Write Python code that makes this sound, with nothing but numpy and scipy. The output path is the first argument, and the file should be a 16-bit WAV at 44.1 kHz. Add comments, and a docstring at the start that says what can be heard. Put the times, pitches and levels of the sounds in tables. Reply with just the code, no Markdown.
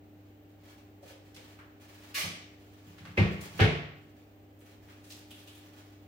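"""A hard-walled kitchen, a cupboard a few metres away. An appliance hums on the mains.
Someone shuffles about and handles small things: rustles, ticks, dry crackles, one faint clink.
Something scrapes briefly and knocks softly, then the door bangs twice, heard mostly through the room.
Each bang is a crack of wood on wood, a panel boom and a ringing carcass; the catch clacks in the first."""
import sys
import numpy as np
from scipy import signal
from scipy.fft import rfft, irfft
from scipy.io import wavfile

SR = 44100
rng = np.random.default_rng(int(sys.argv[2]) if len(sys.argv) > 2 else 0)


def master_out(mix):
    """Clip the mix to full scale and print it as 16-bit PCM to the path in sys.argv[1]."""
    frames = np.transpose(np.atleast_2d(mix))
    ceiling = np.clip(frames, -1, 1)
    pcm = np.round(ceiling * 32767).astype(np.int16)
    wavfile.write(sys.argv[1], SR, pcm)


N = 267876
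TIME_S = np.arange(N) / SR
RING_S = TIME_S[:SR]


def amp(db):
    """Decibels to gain."""
    return 10 ** (np.asarray(db) / 20)


def unit_rms(x):
    """Scales to an rms of 1."""
    return x / np.sqrt(np.mean(x ** 2) + 1e-20)


def lookup(table, hz):
    """Interpolates a table over log frequency."""
    table_hz, value = np.transpose(table)
    return np.interp(np.log(hz + 1), np.log(table_hz + 1), value)


def add(mix, start_s, sound):
    """Mixes a sound in at start_s."""
    part = mix[..., round(start_s * SR):][..., :sound.shape[-1]]
    part += sound[..., :part.shape[-1]]


def click(spectrum, size=4096):
    """Minimum-phase pulse of unit energy with the given spectral shape."""
    log_gain = np.log(amp(lookup(spectrum, abs(np.fft.fftfreq(size, 1 / SR)))))
    pulse = np.fft.ifft(np.exp(np.conj(signal.hilbert(log_gain)))).real
    return pulse / np.linalg.norm(pulse)


def convolve(x, response):
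    """Filters x, keeping its length."""
    return signal.fftconvolve(np.atleast_2d(x), np.atleast_2d(response), axes=1)[:, :x.shape[-1]]


# Stereo width of the room: freq_hz, side_minus_mid_db
STEREO_WIDTH = [(60, -3.5), (125, -17), (250, -10.5), (500, -6), (1000, 0.64), (4000, -0.2), (15000, 1.5)]


def diffuse(noise):
    """Two independent noises as a diffuse field, narrower in the bass."""
    size = noise.shape[1]
    mid, side = rfft(noise)
    width = amp(lookup(STEREO_WIDTH, np.fft.rfftfreq(size, 1 / SR)))
    return irfft(np.array([mid + width * side, mid - width * side]) / np.sqrt(1 + width ** 2), size)


def mode(hz, t60_s, rise_s):
    """A resonance builds and dies; high ones arrive further out of phase left and right."""
    lag_rad = np.arctan(amp(lookup(STEREO_WIDTH, hz))) * rng.choice([-1, 1]) * np.array([[1], [-1]])
    envelope = amp(-60 * RING_S / t60_s) * (1 - np.exp(-RING_S / rise_s))
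    return np.sin(2 * np.pi * hz * RING_S + lag_rad) * envelope


# Room decay: freq_hz, t60_s
ROOM_DECAY = [(80, 0.26), (300, 0.66), (900, 0.64), (2500, .67), (4000, .62), (6000, 0.58), (9000, 0.47),
              (15000, 0.21)]


def kitchen(direct_db, early_db, early_s=0.017):
    """Room response: weak direct path, thickening reflections, a tail that dies band by band."""
    arrivals = rng.random((2, SR)) < np.clip(0.08 + 4 * RING_S, 0, 1)
    taps = diffuse(arrivals * rng.standard_normal((2, SR)) / np.sqrt(np.clip(0.11 + 4 * RING_S, 0, 1)))
    hz, t, bands = signal.stft(taps, SR, nperseg=256)
    decay = amp(-60 * t / lookup(ROOM_DECAY, hz)[:, None])
    tail = signal.istft(bands * decay, SR, nperseg=256)[1][:, :SR]
    tail *= (1 + amp(early_db) * np.exp(-RING_S / early_s)) * (1 - np.exp(-RING_S / 0.0013))
    tail /= np.sqrt(np.sum(tail ** 2) / 2)
    tail[:, 0] += amp(direct_db)
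    return tail


def friction(stroke, spectrum, slips_per_s, uneven_db, room):
    """Tiny slips of uneven size follow the stroke's strength and sound into the room."""
    slips = (rng.random(N) < slips_per_s / SR) * rng.choice([-1, 1], N)
    slips = unit_rms(slips * amp(uneven_db * np.minimum(rng.exponential(1, N), 4)))
    return convolve(convolve(slips * stroke, click(spectrum)), room)


# Room air: freq_hz, relative_db
AIR_SPECTRUM = [(25, -19), (48, -12.5), (68, -3), (120, -13.5), (250, -6.5), (450, -12.5), (780, -15.5),
                (980, -25), (1800, -26), (3000, -29.5), (5000, -40.5), (8000, -41.5), (11000, -59),
                (13500, -36)]


def air(level_db=-59.5):
    """Steady, diffuse room noise, mostly low."""
    noise = diffuse(rng.standard_normal((2, N)))
    return amp(level_db) * unit_rms(convolve(noise, click(AIR_SPECTRUM)))


def whine(pitch_hz=14900, half_width_hz=140, level_db=-77):
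    """A thin, high band of noise."""
    peak = 1 / (1 + ((np.fft.rfftfreq(N, 1 / SR) - pitch_hz) / half_width_hz) ** 2)
    return amp(level_db) * unit_rms(irfft(rfft(rng.standard_normal((2, N))) * peak, N))


# Hum partials: pitch_hz, level_db
HUM_PARTIALS = [(100, -61), (200, -96), (300.4, -61.5), (400, -72), (586, -77), (781, -79.5)]
# Hum swell: time_s, gain_db
HUM_GAIN = [(0, 1.5), (4.6, 0.5), (5.3, 2.5)]


def mains_hum(waver=0.099):
    """An appliance hums, wavering slightly, a little louder near the end."""
    hum = np.zeros(N)
    for hz, db in HUM_PARTIALS:
        drift = signal.resample(rng.standard_normal(40) + 1j * rng.standard_normal(40), N)
        tone = np.exp(2j * np.pi * (hz * TIME_S + rng.random()))
        hum += np.sqrt(2) * amp(db) * ((1 + waver * drift) * tone).real
    return hum * amp(np.interp(TIME_S, *np.transpose(HUM_GAIN)))


# Shuffling movements: start_s, length_s, level_db
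SHUFFLES = [(0.583, 0.24, -61), (1.015, 0.12, -56.5), (1.204, 0.2, -64), (1.342, 0.23, -59),
            (1.77, 0.62, -56.5), (2.512, 0.84, -63.5), (3.253, 0.23, -57), (3.399, 0.072, -46),
            (3.48, 0.17, -50), (3.951, 0.34, -69.5), (4.597, 0.16, -61), (4.81, 0.18, -60.5),
            (4.967, 0.95, -60.5), (5.725, 0.12, -59.5), (5.835, 0.22, -66)]
# Rustle: freq_hz, relative_db
RUSTLE_SPECTRUM = [(200, -10.5), (600, -1), (1100, -0.5), (1700, -0.5), (2900, -1.5), (5000, -6.5),
                   (9000, -12.5), (13000, -13.5), (15500, -5.5)]


def rustle(stir_db=-74.5, arch_exponent=0.42):
    """Each movement speeds up and slows in one arch, over a faint constant stir."""
    power = amp(stir_db) ** 2
    for start_s, length_s, db in SHUFFLES:
        arch = np.maximum(np.sin(np.pi * np.clip((TIME_S - start_s) / length_s, 0, 1)), 0)
        power = power + (amp(db) * arch ** arch_exponent) ** 2
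    room = kitchen(direct_db=-11.5, early_db=0)
    return friction(np.sqrt(power), RUSTLE_SPECTRUM, slips_per_s=1200, uneven_db=6.5, room=room)


# Hand squeezes: peak_s, level_db
GRIPS = [(4.62, -69), (5.125, -58.5), (5.39, -64), (5.56, -64.5)]
# Crackle: freq_hz, relative_db
CRACKLE_SPECTRUM = [(1000, -1), (4000, -1), (8000, 5.5), (13000, 6), (15800, 4.5)]


def crackle(grip_db_per_s=224, release_db_per_s=140):
    """Something crackles in a hand that tightens quickly and lets go more slowly."""
    stroke = np.zeros(N)
    for peak_s, db in GRIPS:
        drop_db = np.maximum(grip_db_per_s * (peak_s - TIME_S), release_db_per_s * (TIME_S - peak_s))
        stroke += amp(db - drop_db)
    room = kitchen(direct_db=-4, early_db=6)
    return friction(stroke, CRACKLE_SPECTRUM, slips_per_s=420, uneven_db=5, room=room)


def clink(start_s=1.11, level_db=-62):
    """A brushed utensil rings on one thin note."""
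    out = np.zeros((2, N))
    add(out, start_s, amp(level_db) * mode(hz=3200, t60_s=0.4, rise_s=0.005))
    return out


# Handled things: start_s, level_db, centre_hz, width_octaves
HANDLING_TICKS = [(1.025, -21.5, 536, 0.45), (1.024, -36, 4930, 2.2), (1.079, -28.5, 3200, 1.2),
                  (1.1, -26.5, 535, 0.21), (1.344, -25, 3670, 1.1), (1.362, -21.5, 2650, 0.78),
                  (1.37, -24, 390, 1.07), (1.589, -22.5, 1350, 0.85), (1.811, -33.5, 4000, 2.3),
                  (2.172, -15.5, 620, 1.03), (2.222, -15, 490, 1.2), (2.98, -23.5, 1760, 1.08),
                  (3.051, -18, 1290, 1.16), (3.409, -16.5, 5500, 2.5), (4.884, -27, 1490, .9),
                  (5.04, -27, 2450, 2.2), (5.102, -17, 3920, 0.76), (5.305, -19.5, 3060, 0.27),
                  (5.378, -27, 3220, 0.55), (5.473, -21, 3080, 0.3), (5.551, -29, 3200, 0.38)]


def ticks(skirt_db=-12):
    """Small things touch: one broad resonance each, with more fizz the harder the thing."""
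    out = np.zeros((2, N))
    grid_hz = np.geomspace(30, 16000, 60)
    for start_s, db, centre_hz, octaves in HANDLING_TICKS:
        hump = amp(-6 * (np.log2(grid_hz / centre_hz) / octaves) ** 2)
        fizz = amp(skirt_db) * min(centre_hz / 3000, 1) ** 2
        pulse = click(np.transpose([grid_hz, 20 * np.log10(hump + fizz)]))
        room = kitchen(direct_db=-21, early_db=-6.5, early_s=0.034)
        add(out, start_s, amp(db) * convolve(room, pulse))
    return out


# Scrape: freq_hz, relative_db
SCRAPE_SPECTRUM = [(200, -21), (400, -18), (650, -9.5), (870, -36), (1170, 2.5), (1350, -8.5), (2200, 4),
                   (2700, 1.5), (3050, 5), (3700, -2), (5000, -1.5), (8000, -8.5), (12000, -6.5),
                   (15800, -9.5)]


def scrape(start_s=2.142, rise_s=0.0048, slide_s=0.048, slide_db=-31.5):
    """Friction with a sharp bite, a short even slide and a quick run-out."""
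    bite_db, bite_s, run_out_db_per_s = 8, 0.006, 270
    t = np.maximum(TIME_S - start_s, 0)
    db = slide_db + bite_db * np.exp(-t / bite_s) - run_out_db_per_s * np.maximum(t - slide_s, 0)
    stroke = np.minimum(t / rise_s, 1) * amp(db)
    room = kitchen(direct_db=-12, early_db=-4)
    return friction(stroke, SCRAPE_SPECTRUM, slips_per_s=6000, uneven_db=3, room=room)


# Door and carcass modes: pitch_hz, t60_s, first_bang_db, second_bang_db
DOOR_MODES = [(72.7, 0.57, -27.5, -28), (85.2, 0.65, -32, -32), (108.5, 1, -37, -38),
              (145.6, 0.69, -30, -23), (169.5, 0.53, -21.5, -23), (198, 0.56, -22, -42),
              (236.6, 0.67, -47, -34.5), (350, 0.48, -30, -27), (385, 0.99, -42.5, -66),
              (435, 0.41, -55, -22.5), (447, 0.6, -54, -34), (550, .4, -66, -56), (696, 0.58, -57, -36),
              (785, 0.18, -30, -21.5), (1122, 0.87, -44, -45), (1470, 0.24, -51, -29),
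              (1350, 0.41, -44, -51), (1660, 0.098, -66, -20), (1636, 0.28, -63, -30.5),
              (1817, 0.12, -54, -17.5), (1870, 0.54, -37, -50), (2100, 0.62, -48, -34),
              (2170, 0.32, -50, -30), (2170, 0.29, -51, -35), (2600, .34, -59, -48), (2770, 0.12, -36, -52),
              (2700, .4, -52, -41), (2912, 0.34, -58, -50)]
# Bumps on the door: start_s, boom_db, ring_db
DOOR_KNOCKS = [(2.239, -44.5, -40.5), (2.868, -51.5, -52), (3.006, -45, -48), (3.078, -46, -47),
               (3.546, -48, -44)]


def knocks(boom_hz=99.5, boom_s=0.055, centre_hz=176, half_width_octaves=0.19):
    """Soft bumps flex the panel and stir only the cupboard's low modes."""
    out = np.zeros((2, N))
    t = RING_S[:round(boom_s * SR)]
    boom = np.sin(2 * np.pi * boom_hz * t) * signal.windows.tukey(len(t), 0.5)
    for start_s, boom_db, ring_db in DOOR_KNOCKS:
        add(out, start_s, amp(boom_db) * boom)
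        for hz, t60_s, *_ in DOOR_MODES[:8]:
            off_centre = np.log2(hz / centre_hz) / half_width_octaves
            add(out, start_s, amp(ring_db) / (1 + off_centre ** 2) * mode(hz, t60_s, rise_s=0.0021))
    return out


# Catch modes: pitch_hz, t60_s, level_db
CATCH_MODES = [(1794, 0.14, -41), (2095, 0.17, -25), (2360, 0.042, -21.5), (2440, 0.13, -40),
               (2570, 0.045, -22), (2820, 0.28, -38.5)]


def catch(start_s=3.175, echo_db=-3.5):
    """The catch snaps: close, short modes beat and echo in the room."""
    out = np.zeros((2, N))
    clack = sum(amp(db) * mode(hz, t60_s, rise_s=0.0015) for hz, t60_s, db in CATCH_MODES)
    echo = convolve(clack[0], kitchen(direct_db=-30, early_db=3))
    add(out, start_s, clack + amp(echo_db) * echo)
    return out


# Door contacts, two per bang: start_s, level_db, bang_index, cutoff_hz
DOOR_CONTACTS = [(3.172, 0.5, 0, 12000), (3.176, 4.5, 0, 7050), (3.592, 9, 1, 1490), (3.599, 6, 1, 14000)]
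# Wood crack, one spectrum per bang: freq_hz, relative_db
CRACK_SPECTRA = [
    [(40, -70), (80, 11), (200, 1), (420, 2), (750, -7.5), (1100, -9.5), (1600, -11), (2300, -5),
     (2900, -10.5), (3600, -14.5), (5500, -24), (8000, -34.5), (15000, -32)],
    [(40, -4), (80, -6), (200, -5.5), (420, -3), (750, -8.5), (1100, -12.5), (1600, -5.5), (2300, -5),
     (2900, -6), (3800, -12), (5500, -21), (8000, -31.5), (15000, -34)],
]
# Panel flex, one per bang: start_s, level_db, pitch_hz, length_s
PANEL_BOOMS = [(3.180, -19, 103, 0.071), (3.604, -16, 103.4, 0.065)]


def door_bangs():
    """Wood cracks on wood, the panel booms, door and carcass ring."""
    out = np.zeros((2, N))
    for start_s, db, bang, cutoff_hz in DOOR_CONTACTS:
        softness = signal.butter(1, cutoff_hz, fs=SR)
        crack = signal.lfilter(*softness, click(CRACK_SPECTRA[bang]))
        add(out, start_s, amp(db) * convolve(kitchen(direct_db=-24.5, early_db=-36), crack))
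    for bang, (start_s, db, boom_hz, length_s) in enumerate(PANEL_BOOMS):
        t = RING_S[:round(length_s * SR)]
        boom = np.cos(2 * np.pi * boom_hz * (t - 0.006)) * signal.windows.tukey(len(t), 0.4)
        add(out, start_s, amp(db) * boom)
        for hz, t60_s, *levels_db in DOOR_MODES:
            add(out, start_s, amp(levels_db[bang]) * mode(hz, t60_s, rise_s=0.014))
    return out


def scene():
    """Background, handling and cupboard, summed in stereo."""
    background = air() + whine() + mains_hum()
    handling = rustle() + crackle() + clink() + ticks()
    cupboard = scrape() + knocks() + catch() + door_bangs()
    return background + handling + cupboard


def record(dry, low_cut_hz=42, high_cut_hz=15900):
    """Bass roll-off and a steep treble limit."""
    highpass = signal.butter(3, low_cut_hz, "highpass", fs=SR, output="sos")
    lowpass = signal.firwin(511, high_cut_hz, window=("kaiser", 9), fs=SR)
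    return signal.oaconvolve(signal.sosfilt(highpass, dry), lowpass[None], "same")


dry = scene()
out = record(dry)
master_out(out)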